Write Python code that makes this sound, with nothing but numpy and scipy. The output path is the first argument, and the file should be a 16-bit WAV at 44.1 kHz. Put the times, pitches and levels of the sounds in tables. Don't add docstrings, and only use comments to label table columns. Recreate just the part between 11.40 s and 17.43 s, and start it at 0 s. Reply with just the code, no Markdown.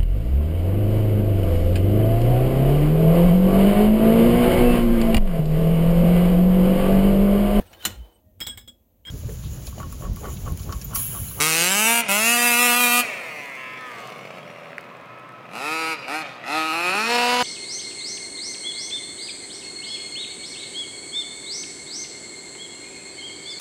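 import sys
import numpy as np
from scipy import signal
from scipy.fft import rfft, irfft
from scipy.io import wavfile
from scipy.ndimage import uniform_filter1d

SR = 44100
rng = np.random.default_rng(int(sys.argv[2]) if len(sys.argv) > 2 else 0)


def invert_db(x):
    u = np.asarray(x, float) / 20
    return 10 ** u


def to_wav(sig):
    pcm = np.clip(np.atleast_2d(sig), -1, 1) * 32767
    pcm = np.round(pcm).astype(np.int16)
    wavfile.write(sys.argv[1], SR, pcm.T)


N = 265923

# open in s, shut in s, opening time in s, extra hiss in dB.
PULLS = [
    (-.1, 0.606, .02, 0.55),
    (0.683, 1.603, 0.0066, -0.76),
    (4.072, 4.533, 0.082, 4),
    (4.677, 4.797, 0.0062, 2),
    (5.036, 6.203, 0.052, -0.5),
]


def read(points, hz):
    f, value = np.transpose(points)
    return np.interp(np.log(hz + 1), np.log(f + 1), value)


def curves(rows):
    s, *columns = np.transpose(rows)
    return [np.interp(np.arange(N) / SR, s, c) for c in columns]


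def by_view(rows, view):
    sides, *columns = np.transpose(rows)
    return [np.interp(view, sides, c) for c in columns]


def steady(x, size=2000):
    power = uniform_filter1d(uniform_filter1d(x ** 2, size), size)
    return x / np.sqrt(abs(power) + 1e-20)


def coloured(x, db):
    log_gain = np.log(invert_db(np.maximum(np.r_[db, db[-2:0:-1]], -100)))
    phase = -signal.hilbert(log_gain).imag
    taps = np.fft.ifft(np.exp(log_gain + 1j * phase)).real
    return signal.oaconvolve(x, taps[:2048])[:N]


def night():
    # frequency in Hz, level in dB.
    town = [(15, -51), (25, -35.5), (141, 7), (461, 3), (691, 6), (905, 2.5), (1040, 8), (1550, 1),
            (2520, -2.5), (2970, -7.5), (15800, -50.5)]
    town_db = -44.5
    hum_hz, hum_width_hz, hum_db = 122.6, 12, -60
    hz = np.fft.rfftfreq(N, 1 / SR)
    wash = irfft(rfft(rng.standard_normal(N)) * invert_db(read(town, hz)), N)
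    resonance = 1 / (1 + (2 * (hz - hum_hz) / hum_width_hz) ** 2)
    hum = irfft(rfft(rng.standard_normal(N)) * resonance, N)
    return invert_db(town_db) * wash / wash.std() + invert_db(hum_db) * hum / hum.std()


def bumps(length_s=0.0095):
    # start in s, peak in dB.
    pushes = [(.02, -54), (.18, -56), (.33, -55), (.62, -57), (.7, -44), (1, -60), (1.63, -55), (4.13, -56),
              (4.2, -56), (4.68, -58), (5.08, -60), (6.01, -52)]
    out, t = np.zeros(N), np.arange(3000) / SR / length_s
    for s, db in pushes:
        part = out[round(s * SR):][:3000]
        push = invert_db(db) * 4 * t * (1 - t / 2) * np.exp(-t)
        part += push[:len(part)]
    return out


def grit(length_s=0.00049):
    # start in s, peak in dB, ring in Hz.
    knocks = [
        (3.0974, -32, 1980),
        (3.2568, -34, 2010),
        (3.3044, -34, 1960),
        (3.3304, -25.5, 1964),
        (3.3813, -15, 1920),
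        (4.6812, -41, 2330),
    ]
    out, t = np.zeros(N), np.arange(300) / SR
    for s, db, hz in knocks:
        envelope = np.exp(-((t - 2.3 * length_s) / length_s) ** 2)
        out[round(s * SR):][:300] += invert_db(db) * envelope * np.cos(2 * np.pi * hz * (t - 2.05 * length_s))
    return out


def ticks(decay_s=0.001, low_hz=2500, top_hz=8000, lift_db=3):
    # start in s, peak in dB.
    tick_times = [(0.684, -20), (2.0587, -36), (2.0979, -40), (2.1538, -37), (2.3244, -48), (2.4105, -38),
                  (2.581, -51), (2.604, -40), (2.6738, -36), (2.7023, -38), (2.7839, -45), (2.9714, -57),
                  (3.1021, -51), (3.2563, -49), (3.3042, -47), (3.3704, -50), (3.3819, -37),
                  (3.4095, -42.5), (3.4436, -50), (3.5284, -56), (3.5404, -61.5), (3.5688, -47),
                  (3.6117, -54.5), (3.6584, -53), (3.7866, -50), (3.7964, -51.5), (3.8906, -49),
                  (3.9218, -51)]
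    out, t = np.zeros(N), np.arange(300) / SR
    snaps = rng.standard_normal((40, 300)) * np.exp(-t / decay_s)
    snaps = signal.lfilter(*signal.butter(1, (low_hz, top_hz), "band", fs=SR), snaps)
    for (s, db), snap in zip(tick_times, snaps):
        out[round(s * SR):][:300] += invert_db(db + lift_db) * snap / abs(snap).max()
    return out


def walls(x, level_db=-20.5, delay_s=.06):
    # frequency in Hz, 60 dB decay time in s.
    decay = [(150, 0.49), (1000, 1), (4000, 0.99), (12000, 0.022)]
    taps = np.zeros(SR)
    at = np.arange(0, SR - 20, 20)
    taps[at + rng.integers(0, 20, len(at))] = rng.choice([-1., 1.], len(at))
    hz, t, z = signal.stft(taps, SR, nperseg=256)
    tail = signal.istft(z * invert_db(-60 * t / read(decay, hz)[:, None]), SR, nperseg=256)[1]
    tail = np.r_[np.zeros(int(delay_s * SR)), tail / np.linalg.norm(tail)]
    return invert_db(level_db) * signal.fftconvolve(x, tail)[:N]


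def speed():
    # start in s, length in s, goal in Hz, bend (under 1 starts quickly).
    revs = [(-0.071, 0.168, 159.9, 0.63), (0.095, 0.477, 234.4, 1.01), (0.594, 0.1, 196.0, 1.1),
            (0.705, 0.278, 240.3, 0.7), (0.969, 0.35, 243.0, 1.99), (1.617, 0.31, 164.5, 0.53),
            (1.785, 0.526, 128.4, 0.76), (2.417, 0.875, 81.9, 0.61), (3.558, 0.2, 86.6, 1.35),
            (3.977, 0.204, 80.4, 0.84), (4.1, 0.275, 161.2, 0.55), (4.495, 0.166, 125.9, 1.08),
            (4.671, 0.103, 157.4, 0.68), (4.817, 0.37, 113.2, 0.38), (5.058, 0.129, 158.4, 0.5),
            (5.292, 0.061, 161.5, 1.47), (5.307, 0.377, 193.9, 0.72), (5.478, 0.29, 241.3, 0.8),
            (5.77, 0.33, 248, 0.8)]
    first_hz = 110
    hop_start_s, hop_end_s, hops_per_s, swing_hz, crest_s = 1.0, 1.62, 5.4, 2.3, 1.225
    t = np.arange(0, N + 50, 50) / SR
    goals = [first_hz] + [row[2] for row in revs]
    hz = np.full(len(t), float(first_hz))
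    for (s, length, _, bend), step in zip(revs, np.diff(goals)):
        way = np.clip((t - s) / length, 0, 1) ** bend
        hz += step * np.sin(np.pi / 2 * way) ** 2
    hopping = np.clip(10 * np.minimum(t - hop_start_s, hop_end_s - t), 0, 1)
    hz += swing_hz * hopping * np.cos(2 * np.pi * hops_per_s * (t - crest_s))
    return np.interp(np.arange(N) / SR, t, hz)


def whine(waver_db=2.):
    # start in s, end in s, order of the crank speed, level in dB.
    orders = [(2.1, 2.6, 8, -44), (2.1, 2.78, 10, -41), (2.05, 2.55, 14, -43), (1.9, 2.65, 16, -43),
              (1.7, 2.45, 18, -45), (2.1, 2.5, 21, -46), (2.8, 3.4, 7, -53), (3.6, 4.12, 15, -45),
              (3.4, 4.1, 12, -53), (3.5, 4.1, 8, -57), (3.5, 4.1, 25, -57), (3.4, 3.9, 20, -58),
              (4.84, 5.06, 10, -51), (2.5, 2.85, 11, -46), (2.62, 2.85, 12, -48), (2.4, 2.7, 17, -49),
              (3.42, 3.75, 13, -55), (4.08, 4.27, 2, -46), (4.15, 4.56, 1, -50), (3.5, 4.1, 29, -56),
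              (2.1, 2.5, 20, -50), (2.0, 2.5, 13, -48), (1.95, 2.5, 15, -50), (1.72, 2.0, 8, -44),
              (1.95, 2.17, 7, -48), (1.9, 2.15, 12, -47)]
    turns, t = np.cumsum(speed()) / SR, np.arange(N) / SR
    out = np.zeros(N)
    for start, end, order, db in orders:
        fade = np.sin(np.pi * np.clip((t - start) / (end - start), 0, 1)) ** .5
        waver = np.interp(t, np.linspace(0, t[-1], 90), rng.standard_normal(90))
        tone = np.sin(2 * np.pi * (round(order) * turns + rng.random()))
        out += invert_db(db + waver_db * waver) * fade * tone
    return out


def buzz():
    start_s, full_s, low_hz, high_hz, level_db = 5.5, 6, 1050, 2098, -31
    shaking = 1.2 + np.cos(2 * np.pi * np.cumsum(speed()) / SR)
    band = signal.butter(2, (low_hz, high_hz), "band", fs=SR, output="sos")
    rattle = signal.sosfilt(band, shaking * rng.standard_normal(N))
    rise = np.clip((np.arange(N) / SR - start_s) / (full_s - start_s), 0, 1)
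    return invert_db(level_db) * rise * rattle / rattle.std()


def throttle(shutting_s=0.04):
    t = np.arange(N) / SR
    pulls = [np.minimum((t - a) / rise, 1 + (b - t) / shutting_s) for a, b, rise, _ in PULLS]
    return np.clip(pulls, 0, 1)


def controls():
    # time in s, pipe ring in dB,
    # view (-1 passing, 0 tail, 1 far side, 2 idle, 3 front quarter, 4 nose).
    rolling = [(.65, -34, 0.47), (1.64, -30, 1.12), (1.75, -33.5, 1), (2, -38.5, 1.04), (2.42, -41.5, 0.87),
               (2.65, -42.5, 1.53), (2.9, -44.5, 1.84), (3.45, -49, 1.89), (3.9, -54, 2.05),
               (4.07, -50.5, 1.92), (4.6, -40.5, 2.42), (4.84, -36, 2.32), (4.96, -50, 2.46),
               (5.04, -41.5, 2.18)]
    pulling = [(0, -20.5, -1.5), (.06, -24, -1), (.25, -23.5, -1), (.55, -20.5, 0.18), (.7, -22, 0),
               (.85, -21, -0.5), (1.1, -20, 0), (1.6, -21, 0), (4.1, -38.5, 3), (4.33, -27.5, 3),
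               (4.54, -28.5, 3), (4.69, -32, 3), (4.75, -27.5, 3), (4.82, -32, 3.5), (5.06, -30.5, 3.5),
               (5.18, -25.5, 3), (5.45, -26.5, 3.5), (5.7, -23, 4)]
    # view, then thump, crack and hiss in dB from the ring.
    shut_balance = [(.5, -7, -8.5, -41), (1, -12, -14.5, -16), (1.8, -3.5, -6, -18.5), (2, -6, -14.5, -27),
                    (2.3, -14, -6, -30), (2.5, -3, 0, -17)]
    open_balance = [(-1, -8.5, -9, 0), (0.33, -12, -15, -1), (0, -10, -8.5, -2.5), (2.5, 1, -8.5, -22.5),
                    (3, -9, -7.5, -18), (3.5, -10, -6, -15), (4.5, -8.5, -7, -14.5)]
    shut_burn = [(.5, .5, .5, 2), (1, .26, .14, 16), (1.8, .7, .45, 5.5), (2, .8, .33, 3.5),
                 (2.4, .4, .45, 4)]
    open_burn = [(-1, .18, .21, .6), (-.6, .13, .15, .7), (0, .16, .155, 1), (2.5, .3, .2, 3),
                 (2.8, .13, .14, 1), (3, .1, .13, 1), (4, .24, .3, .5)]
    sputter_share, sputter_s = .3, .2
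    states = []
    for path, balance, burn in ((rolling, shut_balance, shut_burn), (pulling, open_balance, open_burn)):
        ring_db, view = curves(path)
        states.append(np.array([ring_db, view, *by_view(balance, view), *by_view(burn, view)]))
    pulls = throttle()
    opening = pulls.sum(0)
    blend = states[0] + opening * (states[1] - states[0])
    ring_db, view, thump_db, crack_db, hiss_db, uneven, calm, bass_lift = blend
    hiss_db = hiss_db + np.transpose(PULLS)[3] @ pulls
    fading = np.exp(-1 / (sputter_s * SR))
    lately_open = signal.lfilter([1 - fading], [1, -fading], opening)
    noisy = calm + sputter_share * np.maximum(lately_open - opening, 0)
    bass_lift = 1 + (bass_lift - 1) * calm / noisy
    return ring_db, view, thump_db, crack_db, hiss_db, uneven, noisy, bass_lift


def firings(hz, uneven, jitter=0.02):
    spread_db, puff_s, steady_hiss = 6., .0012, .6
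    misfire_start_s, misfire_end_s, misfire_db = 4.07, 4.16, -9
    turns = np.cumsum(hz) / SR + .72
    count = np.arange(1, int(turns[-1]))
    late, strong = rng.standard_normal((2000, 2))[:len(count)].T
    at = np.interp(count, turns, np.arange(N))
    each = at.astype(int)
    hunting = .012 * uniform_filter1d(late, 4)
    at = at + (jitter * uneven[each] * late + hunting) * SR / hz[each] + 20
    missed = (count % 2 == 0) & (each > misfire_start_s * SR) & (each < misfire_end_s * SR)
    size = invert_db(spread_db * uneven[each] * strong + misfire_db * missed)
    near = at.astype(int)[:, None] + np.arange(-16, 17)
    blasts = np.zeros(N + 200)
    np.add.at(blasts, near, size[:, None] * np.sinc(near - at[:, None]) * np.hanning(33))
    starts = np.bincount(at.astype(int), size, N + 200)[:N]
    puffs = signal.lfilter([1], [1, -np.exp(-1 / (puff_s * SR))], starts)
    return steady(blasts[:N]), steady((steady_hiss + puffs) * rng.standard_normal(N))


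def bounced(x, shares=(-.8, .9, -.7), wander_ms=0.045, dull_hz=8500):
    # time in s, three delays in ms, strength 0-1.
    bounces = [(0, 0.49, 1.536, 2.93, 0.3), (.5, 0.54, 1.294, 2.76, 0.7), (1, 0.62, 1.525, 2.27, 0.7),
               (1.3, 0.57, 1.44, 2.96, 0.72), (1.6, 0.58, 1.655, 2.2, 0.56), (2.4, 0.48, 1.244, 3, 0.37),
               (4.1, 0.67, 1.554, 2.32, 0.54), (4.5, 0.59, 1.41, 2.7, 0.36), (5.1, 0.66, 1.49, 1.75, 0.34),
               (5.6, 0.62, 1.56, 2.46, 0.091), (6.03, 0.5, 1.38, 2.46, 0.23)]
    *delays_ms, strength = curves(bounces)
    n = np.arange(N)
    knots = np.arange(0, N + 2000, 2000)
    shake = steady(np.interp(n, knots, rng.standard_normal(len(knots))), 40000)
    dull = signal.lfilter(*signal.butter(1, dull_hz, fs=SR), x)
    late = np.zeros(N)
    for share, ms in zip(shares, delays_ms):
        late += share * np.interp(n - (ms + wander_ms * shake) * SR / 1000, n, dull, left=0)
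    return x + strength * late


def scattered(x, delays_ms, feedback=.62):
    for ms in delays_ms:
        loop = np.r_[1, np.zeros(int(ms * SR / 1000)), -feedback]
        x = signal.lfilter(-loop[::-1], loop, x)
    return x


def radiated(drive, view):
    # frequency in Hz, level in dB.
    passing = [(76, -63), (130, -15), (172, -3.5), (211, -10), (247, -17), (327, 4.5), (489, -7.5),
               (598, -15.5), (1180, -4.5), (1260, -5.5), (1810, -2), (2640, 4.5), (3170, -1), (9560, -5.5),
               (15800, -15)]
    tail = [(76, -57), (130, 10), (257, 19), (470, 1.5), (731, -4.5), (969, -3), (1230, 0.5), (1670, -2.5),
            (2700, 1.5), (3170, -2), (4030, -9.5), (5910, -16.5), (7080, -16), (10200, -16), (15800, -22.5)]
    far = [(76, -67), (130, -33.5), (252, -2.5), (285, -1), (610, -9), (825, -11), (1010, -12.5),
           (1280, -7.5), (1360, -12.5), (2250, 5), (2750, -7), (3800, -18.5), (11700, -33.5),
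           (15800, -35.5)]
    idle = [(76, -19), (130, 2), (434, -2), (461, -2.5), (575, -2.5), (912, -20), (1340, -7.5), (1540, -49),
            (1670, -9), (1810, -10), (2200, -12.5), (2540, -10), (2980, -24.5), (15800, -81)]
    quarter = [(76, -40), (130, -11), (308, 17), (610, -3.5), (825, 4.5), (1070, -1), (1310, 7), (1600, 1),
               (2080, -2.5), (2590, 3), (3300, -15.5), (4460, -18.5), (6150, -29.5), (11200, -34),
               (15800, -49.5)]
    nose = [(76, 43), (130, 16), (228, 15), (470, 16.5), (731, 4.5), (988, 9), (1050, -2), (1260, 1),
            (1920, 0.5), (2920, 1.5), (3370, -5.5), (4550, -10), (6270, -20), (10400, -26), (15800, -44)]
    # frequency in Hz, width in Hz, lift in dB.
    pipe = [(1258, 38, 6), (2534, 100, 4), (734, 360, 4.5), (4000, 1100, 1), (3040, 1500, -2.5),
            (1590, 1800, 1)]
    scatter_ms = (.37, .83, 1.31, 2.1, 2.65)
    loops = [
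        (0, 4, .62),
        (0, 2, .62),
        (4, 5, .78),
        (0, 4, .62),
    ]
    hz = np.fft.rfftfreq(4096, 1 / SR)
    pipe_db = sum(db / (1 + (2 * (hz - f) / width) ** 2) for f, width, db in pipe)
    outlet = scattered(drive, (.14,))
    sides = [coloured(outlet, read(colour, hz) + pipe_db) for colour in (passing, tail)]
    for colour, (first, end, feedback) in zip((far, idle, quarter, nose), loops):
        smeared = scattered(drive, scatter_ms[first:end], feedback)
        sides.append(coloured(smeared, read(colour, hz) + pipe_db))
    return sum(np.clip(1 - abs(view - k), 0, 1) * steady(side) for k, side in enumerate(sides, -1))


def shimmer(x, width_hz=130):
    # start in s, end in s, from Hz, to Hz, lift in dB.
    gliding_bands = [(-0.12, 0.21, 4100, 3570, 6), (-0.26, .12, 2400, 2150, 11), (0.069, .5, 7200, 8000, 9),
                     (-0.19, 0.44, 7160, 6760, -13.5), (-0.083, 0.82, 5600, 5850, 7.5),
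                     (0.19, 0.72, 3860, 3600, -7), (0.28, .7, 4360, 4500, -15), (0.38, 0.75, 2740, 2540, 10),
                     (.42, 0.57, 2300, 2350, 2), (0.18, .95, 6500, 7060, 3.5), (-0.19, 0.95, 4600, 2900, 7),
                     (.6, 1.2, 8400, 8300, -14), (1.2, 1.8, 2590, 3000, 1), (0.88, 1.1, 1900, 3400, -3),
                     (0.98, 1.35, 4100, 4900, -5), (1.3, 1.9, 7650, 7750, -10), (1.26, 1.73, 4240, 4330, 11),
                     (0.41, .1, 6800, 6720, 6.5), (-0.023, 0.15, 1160, 1280, 7),
                     (0.09, 0.44, 1200, 1370, -7.5), (0.38, 0.35, 3900, 4150, -12),
                     (.27, 0.53, 7600, 7900, 4.5), (0.034, 0.57, 7600, 8600, -9.5),
                     (0.65, 1.5, 6200, 4200, -10.5), (.75, 0.93, 8000, 7800, -17), (0.81, 1.4, 4570, 5000, 7),
                     (1.13, 1.6, 8300, 10000, -5.5), (0.93, 1.9, 12000, 9200, -10),
                     (0.57, 1.86, 2900, 2100, 6), (1.16, 1.59, 3400, 3120, 8), (1.33, 1.7, 3900, 3620, 8),
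                     (1.47, 1.8, 2770, 2650, 7.5), (-0.22, 0.54, 11000, 10000, -16),
                     (.35, 1.2, 16000, 10000, -13.5),
                     (2.45, 2.73, 2340, 2400, -12), (4.8, 5.03, 3700, 3630, 8), (5.13, 5.6, 3100, 3250, -3),
                  (4.4, 3.9, 1500, 1900, -9), (4.9, 4.27, 2300, 2250, 11), (5.26, 4.76, 560, 950, 4.5),
                  (3.7, 6, 1980, 2260, -4), (5.75, 7.5, 6800, 6700, -6), (1.8, 2.1, 2630, 2660, -7),
                  (1.8, 2.4, 1200, 1600, -13), (2.02, 2.65, 860, 800, -17), (2, 3.8, 3500, 3270, 10),
                  (2.5, 4.8, 4400, 4400, -3), (4.68, 4.82, 1100, 1700, 6), (4.7, 4.84, 1800, 2150, 6),
                  (4.25, 4.7, 680, 720, -13), (4.2, 4.56, 4550, 4650, 0), (4.8, 5, 2700, 2800, -14),
                  (4.3, 4.84, 4700, 5000, 13), (4.54, 5.24, 1600, 2100, 8), (5.36, 6, 4260, 4330, 9),
                  (5.1, 5.38, 3700, 3820, 5), (5.1, 5.4, 4100, 4300, 5), (4.26, 4.56, 4500, 4300, 2),
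                  (2.45, 2.84, 2200, 2200, -7), (4.7, 4.84, 4300, 4300, 5), (4.66, 4.8, 680, 980, 8),
                  (5.2, 5.7, 8900, 9700, 10), (5.23, 5.9, 5100, 5400, 9), (5.4, 6, 7500, 7700, 10),
                  (5.85, 6.2, 3500, 3400, 3), (5.72, 6, 5200, 5000, -11), (5.18, 5.86, 2320, 2600, 7),
                  (5.2, 6.3, 2900, 2720, 4.5), (5.6, 6, 3300, 3240, -5), (6.5, 5.8, 490, 530, 0),
                  (5.5, 5.7, 1460, 1370, 6.5), (4.08, 4.4, 510, 1200, 2), (4.3, 6, 370, 1770, 2.5),
                  (5.3, 6.8, 1450, 1440, -3.5)]
    hz, t, z = signal.stft(x, SR, nperseg=512, noverlap=384)
    speckle = uniform_filter1d(rng.standard_normal(z.shape[::-1]), 2, 1)
    drift, flutter = uniform_filter1d(speckle, 70, 0), uniform_filter1d(speckle, 18, 0)
    patches = (drift + .4 * flutter).T
    depth_db = read([(500, 1), (3000, 2), (6000, 2.9)], hz)[:, None]
    lift_db = depth_db * patches / patches.std()
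    for start, end, from_hz, to_hz, db in gliding_bands:
        way = np.clip((t - start) / (end - start), 0, 1)
        off = (hz[:, None] - from_hz - (to_hz - from_hz) * way) / width_hz
        lift_db = lift_db + db * np.sqrt(abs(np.sin(np.pi * way))) * np.exp(-off ** 2)
    return signal.istft(z * invert_db(lift_db), SR, nperseg=512, noverlap=384)[1][:N]


def engine(surge_db=.9):
    ring_db, view, thump_db, crack_db, hiss_db, uneven, noisy, bass_lift = controls()
    blasts, hiss = firings(speed(), uneven)
    hz = np.fft.rfftfreq(N, 1 / SR)
    turbulence_gain = read([(130, .22), (300, .5), (2500, 1), (5000, 1.9), (10000, 3.6)], hz)
    turbulence = irfft(rfft(hiss) * turbulence_gain, N)
    wash = irfft(rfft(hiss) * .5 / (1 + (hz / 800) ** 4), N)
    drive = bounced(blasts + noisy * (turbulence + (bass_lift - 1) * wash))
    heard = shimmer(radiated(drive, view))
    heard = rfft(heard * signal.windows.tukey(N, .0016))
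    below = [1 / (1 + (hz / 125) ** 12)]
    below += [1 / (1 + (hz / edge_hz) ** 6) for edge_hz in (600, 3200, 6500)]
    below += [1]
    ring_db = ring_db + surge_db * np.interp(np.arange(N), np.linspace(0, N, 110), rng.standard_normal(110))
    out = np.zeros(N)
    for k, from_ring_db in enumerate((thump_db, 0, crack_db, hiss_db)):
        band = irfft(heard * (below[k + 1] - below[k]), N)
        out += invert_db(ring_db + from_ring_db) * steady(band)
    return out


def scene():
    car = engine() + whine() + buzz()
    return (car + walls(car) + night() + grit() + ticks() + bumps())[None]


def low_pass(x):
    return signal.sosfilt(signal.butter(12, 15970, fs=SR, output="sos"), x)


def record(dry):
    self_noise_db, ceiling = -70, .8
    noisy = dry + invert_db(self_noise_db) * rng.standard_normal(N)
    heard = signal.lfilter(*signal.butter(2, 40, "high", fs=SR), noisy)
    heard = heard / (1 + (heard / ceiling) ** 4) ** .25
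    heard = signal.oaconvolve(heard, signal.firwin(301, 15950, fs=SR)[None], "same")
    return low_pass(heard)


dry = scene()
out = record(dry)
to_wav(out)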